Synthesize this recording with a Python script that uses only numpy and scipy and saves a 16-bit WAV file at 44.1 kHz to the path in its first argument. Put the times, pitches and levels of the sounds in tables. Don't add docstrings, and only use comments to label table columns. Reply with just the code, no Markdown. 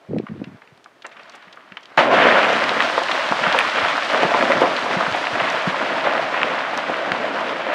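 import sys
import numpy as np
from scipy import signal
from scipy.io import wavfile
from scipy.ndimage import uniform_filter1d, minimum_filter1d

SR = 44100
rng = np.random.default_rng(int(sys.argv[2]) if len(sys.argv) > 2 else 0)


def file_out(sig):
    cols = np.atleast_2d(sig).T
    lim = np.clip(cols, -1, 1)
    pcm = np.round(lim * 32767).astype(np.int16)
    wavfile.write(sys.argv[1], SR, pcm)


N = 341334


# (time [s], level [dB], centre frequency [Hz], crunch length [ms])
ROCK_BLOWS = [(0.147, -42, 2000, 4), (0.166, -36, 1400, 3.4), (0.1847, -25.5, 3030, 4),
              (0.267, -23.5, 1380, 6.9), (0.2839, -29, 1620, 9.4), (0.441, -27.5, 2370, 8.4),
              (0.619, -33.5, 1730, 7.7), (0.675, -36, 2000, 4), (0.776, -41, 5000, 2.5),
              (0.8432, -31.5, 3870, 1.4), (0.8593, -29.5, 1230, 6), (1.021, -33.5, 3130, 9.2),
              (1.044, -21.5, 1200, 23), (1.066, -27, 5300, 2.6), (1.093, -40, 3000, 4),
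              (1.112, -35.5, 1780, 25), (1.1675, -31, 1900, 10), (1.194, -30, 1800, 9),
              (1.2329, -38, 3600, 6), (1.2962, -32.5, 4000, 5.6), (1.32, -39, 3000, 11),
              (1.335, -28, 1210, 32), (1.338, -47, 5760, 6), (1.346, -29, 1270, 9), (1.352, -41, 5100, 13),
              (1.4236, -37, 2680, 10), (1.481, -34.5, 2070, 5.4), (1.5263, -33, 3300, 9.7),
              (1.534, -37, 1400, 13), (1.559, -49, 6500, 3), (1.5706, -27, 1360, 8.6),
              (1.721, -27, 2040, 5.8), (1.7697, -18.5, 1900, 10.5), (1.808, -48, 4600, 5),
              (1.83, -36.5, 2960, 12), (1.856, -32, 3460, 4.3), (1.9765, 2.5, 1110, 11),
              (1.9855, -1, 1350, 4.5), (2.0074, -6, 795, 4.2), (2.122, -9, 650, 17), (2.247, -4, 630, 20),
              (2.354, -7, 800, 9), (2.531, -21, 5500, 2.5), (2.621, -6.5, 1600, 2.4),
              (2.6403, -4.5, 2600, 2.8), (2.6928, -6, 2620, 3.6), (2.714, -13, 600, 8),
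              (2.8045, 0.8, 1900, 3.4), (2.823, -5, 2400, 2), (2.889, -17, 3200, 2.4),
              (2.899, -8, 1600, 3.6), (2.978, -3, 950, 8), (2.991, -17, 3800, 2.6), (3.016, -12, 660, 10),
              (3.035, -15, 3400, 4.7), (3.0858, -11, 2010, 4.2), (3.093, -10, 1080, 5.5),
              (3.1133, -12, 2640, 9.8), (3.3225, -2.5, 950, 3.6), (3.391, -9, 1200, 3.8),
              (3.436, -10, 2000, 8.2), (3.4658, -7.5, 1600, 4.5), (3.5264, -6.5, 2550, 1.8),
              (3.5405, -8, 800, 6), (3.546, -4, 950, 11), (3.5885, 1, 2100, 4), (3.6063, -4, 2340, 2.6),
              (3.78, -8, 1250, 4.7), (3.8579, -10.5, 750, 5.1), (3.8852, -12, 2660, 3.5),
              (3.979, -6, 1320, 2), (4.099, -14, 1320, 5.2), (4.1455, -1.5, 1100, 3.6),
              (4.2315, -2.5, 710, 4.8), (4.243, -14, 660, 12), (4.233, -10, 2300, 3.5),
              (4.31, -17, 1610, 3.3), (4.3395, -5, 1900, 3.6), (4.345, -4, 700, 5.8), (4.41, -7, 1490, 5),
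              (4.4255, -2, 1400, 6), (4.436, -8, 600, 9), (4.5, -8, 520, 11), (4.52, -2, 1950, 2.4),
              (4.5707, -12, 1170, 4.4), (4.6105, -20, 4500, 3.1), (4.6176, -0.5, 720, 4.6),
              (4.628, -9, 640, 26), (4.766, -10.5, 3270, 3.2), (4.8592, -10.5, 1020, 10.2),
              (5.0088, -7.5, 1240, 1.5), (5.0273, -8, 960, 3.1), (5.0637, -11, 1190, 7),
              (5.1245, -12.5, 3430, 3.8), (5.1466, -13.5, 725, 5.7), (5.2695, -7, 1900, 6),
              (5.253, -16, 2450, 4.5), (5.3514, -10.5, 1270, 16), (5.4012, -8, 1440, 2.5),
              (5.5015, -16, 4170, 2.5), (5.744, -10.5, 1100, 3.5), (5.7988, -10.5, 1740, 2.7),
              (6.0698, -8.5, 800, 5.5), (6.1522, -8, 1450, 5.3), (6.342, -9.5, 1340, 8.9),
              (6.415, -10, 2100, 5.6), (6.4315, -1, 2050, 2.8), (6.6501, -11, 1350, 3.5),
              (6.732, -15.5, 676, 5), (6.7755, -18, 5400, 4), (6.8965, -12, 754, 6),
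              (7.043, -13, 1620, 2.8), (7.1185, -3, 1700, 2.9), (7.1195, -11, 3150, 4),
              (7.149, -13, 990, 4.1), (7.4939, -16.5, 3200, 4.1), (7.665, -13.5, 686, 5)]
# (time [s], level [dB], centre frequency [Hz])
ROCK_SPLINTERS = [(2.451, -29, 6500), (2.687, -29, 6500), (2.804, -29, 7500), (3.034, -25, 6500),
                  (3.286, -33, 6500), (3.5894, -15, 7950), (3.9215, -37, 6500), (4.111, -36, 7000),
                  (4.232, -30, 7000), (4.389, -36, 5500), (4.434, -26, 6000), (4.5134, -31, 7500),
                  (4.609, -28, 8500), (5.161, -26, 6500), (5.5243, -32, 6500), (6.432, -28, 7500),
                  (6.9706, -33, 6500), (7.1177, -32, 6800), (7.407, -34, 6500)]

def blows(splinter_ms=1.8, scrape_ms=13):
    out, ms = np.zeros(N), np.arange(3000) / SR * 1000
    crash_s = DEBRIS_WAVES[0][0]
    for s, db, hz, length in ROCK_BLOWS + [(*row, splinter_ms) for row in ROCK_SPLINTERS]:
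        near = s < crash_s
        octaves = 0.25 + 0.03 * length + 0.067 * near
        dull_db = 0 if near else -1.5
        decay_ms = max(length - 2.2, .2)
        grit = rng.standard_normal(len(ms)) * rng.exponential(1, len(ms)) ** 0.57
        crunch = 0.34 * grit * (np.exp(-(ms / decay_ms) ** 3) + 0.21 * np.exp(-ms / (decay_ms + 4)))
        scrape = max(length / scrape_ms, 1) - 1
        crunch *= 1 - np.exp(-(ms + .05) / (2.4 * scrape + .01))
        crunch[0] = 1 / (1 + 1.3 * scrape)
        low, high = hz / 2 ** octaves, min(hz * 2 ** octaves, 10000)
        hump = [(low / 8, -52), (low / 2, -12), (low, -3), (hz, 0), (high, -6),
                (1.675 * high, -24 + dull_db), (5.1 * high, -72 + 2 * dull_db)]
        add(out, s, peaked(coloured(crunch, hump), db))
    return out


# (frequency [Hz], relative level [dB])
ROAR_SPECTRUM = [(24, -93), (40, -30), (110, -22), (241, -7.5), (287, -6), (397, -8.5), (565, 2),
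                 (654, 3.5), (779, -2), (1690, -4.5), (3150, -12.5), (4820, -22.5), (8990, -41.5),
                 (14100, -61.5), (15600, -69)]

def debris(drift_db=2.5):
    edges = np.geomspace(100, 12800, 8)
    clatter = evened(sum(gain_of(-1.4 * np.log2(low / 800) * (low > 800)) * stones((low, high))
                         for low, high in zip(edges, edges[1:])))
    collisions = (rng.standard_normal(N) + 0.4 * clatter) * gain_of(0.75 * lumps(samples=1000))
    hz, spectrum = np.fft.rfftfreq(N, 1 / SR), np.fft.rfft(coloured(collisions, ROAR_SPECTRUM))
    lowpasses = [1 / (1 + (hz / edge) ** 8) for edge in (420, 620, 850, 1800, 3500, 1e6)]
    bands = np.diff(lowpasses, axis=0, prepend=0)
    bass, low_boom, high_boom, body, upper, treble = (np.fft.irfft(spectrum * b, N) for b in bands)
    lean = gain_of(drift_db * lumps(samples=2500))
    boom = low_boom * lean + high_boom / lean
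    gains = flow()
    gains[0] *= gain_of(1.95 * lumps(samples=1500))
    return sum(gain * evened(band) for gain, band in zip(gains, (bass, boom, body, upper, treble)))


def stones(band_hz, per_s=260, spread_db=2.5):
    clicks = gain_of(spread_db * np.minimum(rng.exponential(1, N), 4)) * (rng.random(N) < per_s / SR)
    clicks *= rng.uniform(-0.96, 1, N)
    return signal.sosfilt(signal.butter(2, band_hz, "band", fs=SR, output="sos"), clicks)


# (time [s], level [dB], weight of big stones [dB])
GRIT_TRICKLE = [(0, -57.5, 8.5), (0.45, -53, 2), (0.85, -60, 4), (1.05, -58, 4), (1.21, -48, -0.5),
                (1.36, -49.5, -4), (1.6, -51.5, 2), (1.8, -53, -2), (1.97, -46.5, 3)]
# (time [s], rise [s], level [dB], decay rate [dB/s], weight of big blocks [dB])
DEBRIS_WAVES = [(1.974, 0.003, -11.5, 158, 3), (1.98, 0.065, -26, 31, 16), (2.05, 0.18, -14.5, 18.5, 1),
                (2.3, 0.31, -29, 0.16, 0.5), (3.0, 0.22, -26, 22, -4), (3.38, 0.096, -21, 26.5, -2),
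                (3.72, 0.058, -22.5, 25, -3.5), (4.07, 0.072, -22.5, 10, 4.5), (4.33, 0.29, -26, 47, 6.5),
                (4.85, 0.056, -28.5, 26, 4.5), (5.32, 0.11, -25, 15, 0), (5.72, 0.12, -29, 25, 9.5),
                (6.0, 0.065, -22.5, 50, 5), (6.25, 0.13, -26.5, 12, 2), (6.7, 0.37, -34.5, -3.5, 12),
                (7.58, 0.16, -27.5, 12, -5)]
# (time [s], rise [s], hold [s], level [dB], decay rate [dB/s])
GRIT_SPRAY = [(1.972, 0.0035, 0.018, -31.5, 137), (2.073, 0.078, 2.26, -36, 3)]

def flow():
    band_db = np.array([-13.5, -6, -1.4, -5.2])[:, None]
    per_weight = np.array([0.92, 0.84, 0.0, -0.2])[:, None]
    times, *columns = np.transpose(GRIT_TRICKLE)
    trickle_db, trickle_weight = (np.interp(np.arange(N) / SR, times, column) for column in columns)
    power = gain_of(trickle_db + per_weight * trickle_weight) ** 2
    for start, rise, db, fall, weight in DEBRIS_WAVES:
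        power += (gain_of(db + per_weight * weight) * swell(start, rise, 0, fall)) ** 2
    treble_power = gain_of(trickle_db - 14.5) ** 2
    for start, rise, hold, db, fall in GRIT_SPRAY:
        treble_power += (gain_of(db) * swell(start, rise, hold, fall)) ** 2
    return [*gain_of(band_db) * np.sqrt(power), np.sqrt(treble_power)]


# (time [s], level [dB], frequency [Hz])
LOW_THUDS = [(0.719, -42, 141), (1.47, -46, 170), (1.716, -37.5, 198), (3.312, -20, 306),
             (3.468, -19.5, 212), (3.405, -33, 129), (3.82, -32, 120), (4.128, -27, 320), (4.247, -18, 216),
             (4.493, -15, 356), (4.59, -27.5, 101), (4.965, -15, 213), (5.075, -26, 130), (5.11, -29, 110),
             (5.325, -29, 131), (5.415, -29, 111), (5.671, -12, 182), (6.894, -21, 322), (7.115, -21, 260)]

def thuds():
    return pushes(LOW_THUDS, roughness=1.76, decay_cycles=0.67)


# (time [s], length [s], level [dB])
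WIND_GUSTS = [(0.075, 0.031, -32), (0.1, 0.093, -26), (0.21, 0.021, -45), (0.28, 0.085, -36.5),
              (0.369, 0.064, -32.5), (0.456, 0.09, -41)]
# (time [s], level [dB], frequency [Hz])
WIND_PUFFS = [(0.109, -20, 330), (0.133, -14, 400), (0.143, -19, 260), (0.157, -17, 290), (0.164, -17, 450),
              (0.169, -15, 197), (0.18, -21, 278), (0.198, -13.5, 392), (0.235, -25, 197),
              (0.296, -27, 212), (0.314, -22, 174), (0.416, -17.5, 315), (0.471, -27.5, 198)]
# (frequency [Hz], relative level [dB])
WIND_SPECTRUM = [(18, -68), (40, -32), (120, -1.5), (260, -3), (509, -19), (955, -41), (1190, -40),
                 (1600, -56), (2500, -61), (3250, -68), (5500, -120)]

def wind(rise_s=0.029, fall_db_per_s=700):
    gusts = sum(gain_of(db) * swell(s, rise_s, length - rise_s, fall_db_per_s)
                for s, length, db in WIND_GUSTS)
    eddies = rng.standard_normal(N) * gain_of(2.3 * lumps(samples=120))
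    rumble = evened(coloured(eddies, WIND_SPECTRUM))
    return gusts * rumble + pushes(WIND_PUFFS, roughness=0.92, decay_cycles=0.58)


def gully(x, echoes_per_s=3000, walls_t60_s=0.16, cleft_t60_s=0.26, cleft_hz=620):
    t = np.arange(SR // 2) / SR
    echoes = rng.choice([-1., 1.], len(t)) * (rng.random(len(t)) < echoes_per_s / SR) * (t > .004)
    walls = signal.lfilter([1], [1, -.6], echoes) * gain_of(-60 * t / walls_t60_s)
    cleft = signal.lfilter(*signal.iirpeak(cleft_hz, 2.5, SR), echoes) * gain_of(-60 * t / cleft_t60_s)
    return signal.oaconvolve(x, walls / np.linalg.norm(walls) + 0.58 * cleft / np.linalg.norm(cleft))[:N]


# (frequency [Hz], relative level [dB])
HISS_SPECTRUM = [(24, -56), (40, -23), (139, -8.5), (450, -3), (723, -20), (4470, -22), (12000, -36.5),
                 (15600, -44)]

def hiss(db=-60):
    return gain_of(db) * evened(coloured(rng.standard_normal(N), HISS_SPECTRUM))


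def pushes(rows, roughness, decay_cycles):
    out, t = np.zeros(N), np.arange(4000) / SR
    for s, db, hz in rows:
        cycles = hz * t
        wobble = roughness * np.cumsum(rng.standard_normal(len(t))) * np.sqrt(hz / SR)
        envelope = cycles ** 1.05 * np.exp(-cycles / decay_cycles)
        push = envelope * np.sin(2 * np.pi * cycles + uniform_filter1d(wobble, 60))
        add(out, s, peaked(signal.lfilter(*signal.butter(2, 0.65 * hz, "high", fs=SR), push), db))
    return out


def swell(start, rise, hold, fall_db_per_s):
    t = np.arange(N) / SR - start
    attack = np.sin(np.pi / 2 * np.clip(t / rise, 0, 1)) ** 2
    return attack * gain_of(-abs(fall_db_per_s) * np.maximum(t - rise - hold, 0))


def lumps(samples):
    return evened(uniform_filter1d(uniform_filter1d(rng.standard_normal(N), samples), samples))


def coloured(x, points):
    f, db = np.transpose(points)
    hz = abs(np.fft.fftfreq(8192, 1 / SR))
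    log_gain = np.log(gain_of(np.interp(np.log(hz + 1), np.log(f + 1), np.maximum(db, -100))))
    taps = np.fft.ifft(np.exp(signal.hilbert(log_gain).conj())).real[:4096]
    return signal.oaconvolve(x, taps)[:len(x)]


def gain_of(db):
    return 10 ** (np.asarray(db) / 20)


def evened(x):
    return x / np.sqrt(np.mean(x ** 2) + 1e-20)


def peaked(x, db):
    return gain_of(db) * x / abs(x).max()


def add(mix, s, sound):
    part = mix[round(s * SR):][:len(sound)]
    part += sound[:len(part)]


def scene():
    hits = blows() + thuds()
    return (hits + gain_of(-17.5) * gully(hits) + debris() + wind() + hiss())[None]


def record(dry, ceiling=.94, span_samples=89, edge_hz=15725):
    thin = signal.sosfilt(signal.butter(3, 75, "high", fs=SR, output="sos"), dry)
    gain = minimum_filter1d(ceiling / np.maximum(abs(thin), ceiling), span_samples)
    limited = thin * uniform_filter1d(uniform_filter1d(gain, span_samples // 2), span_samples // 2)
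    lowpass = signal.firwin(511, edge_hz, window=("kaiser", 9), fs=SR)
    return signal.oaconvolve(limited, lowpass[None], "same")


dry = scene()
out = record(dry)
file_out(out)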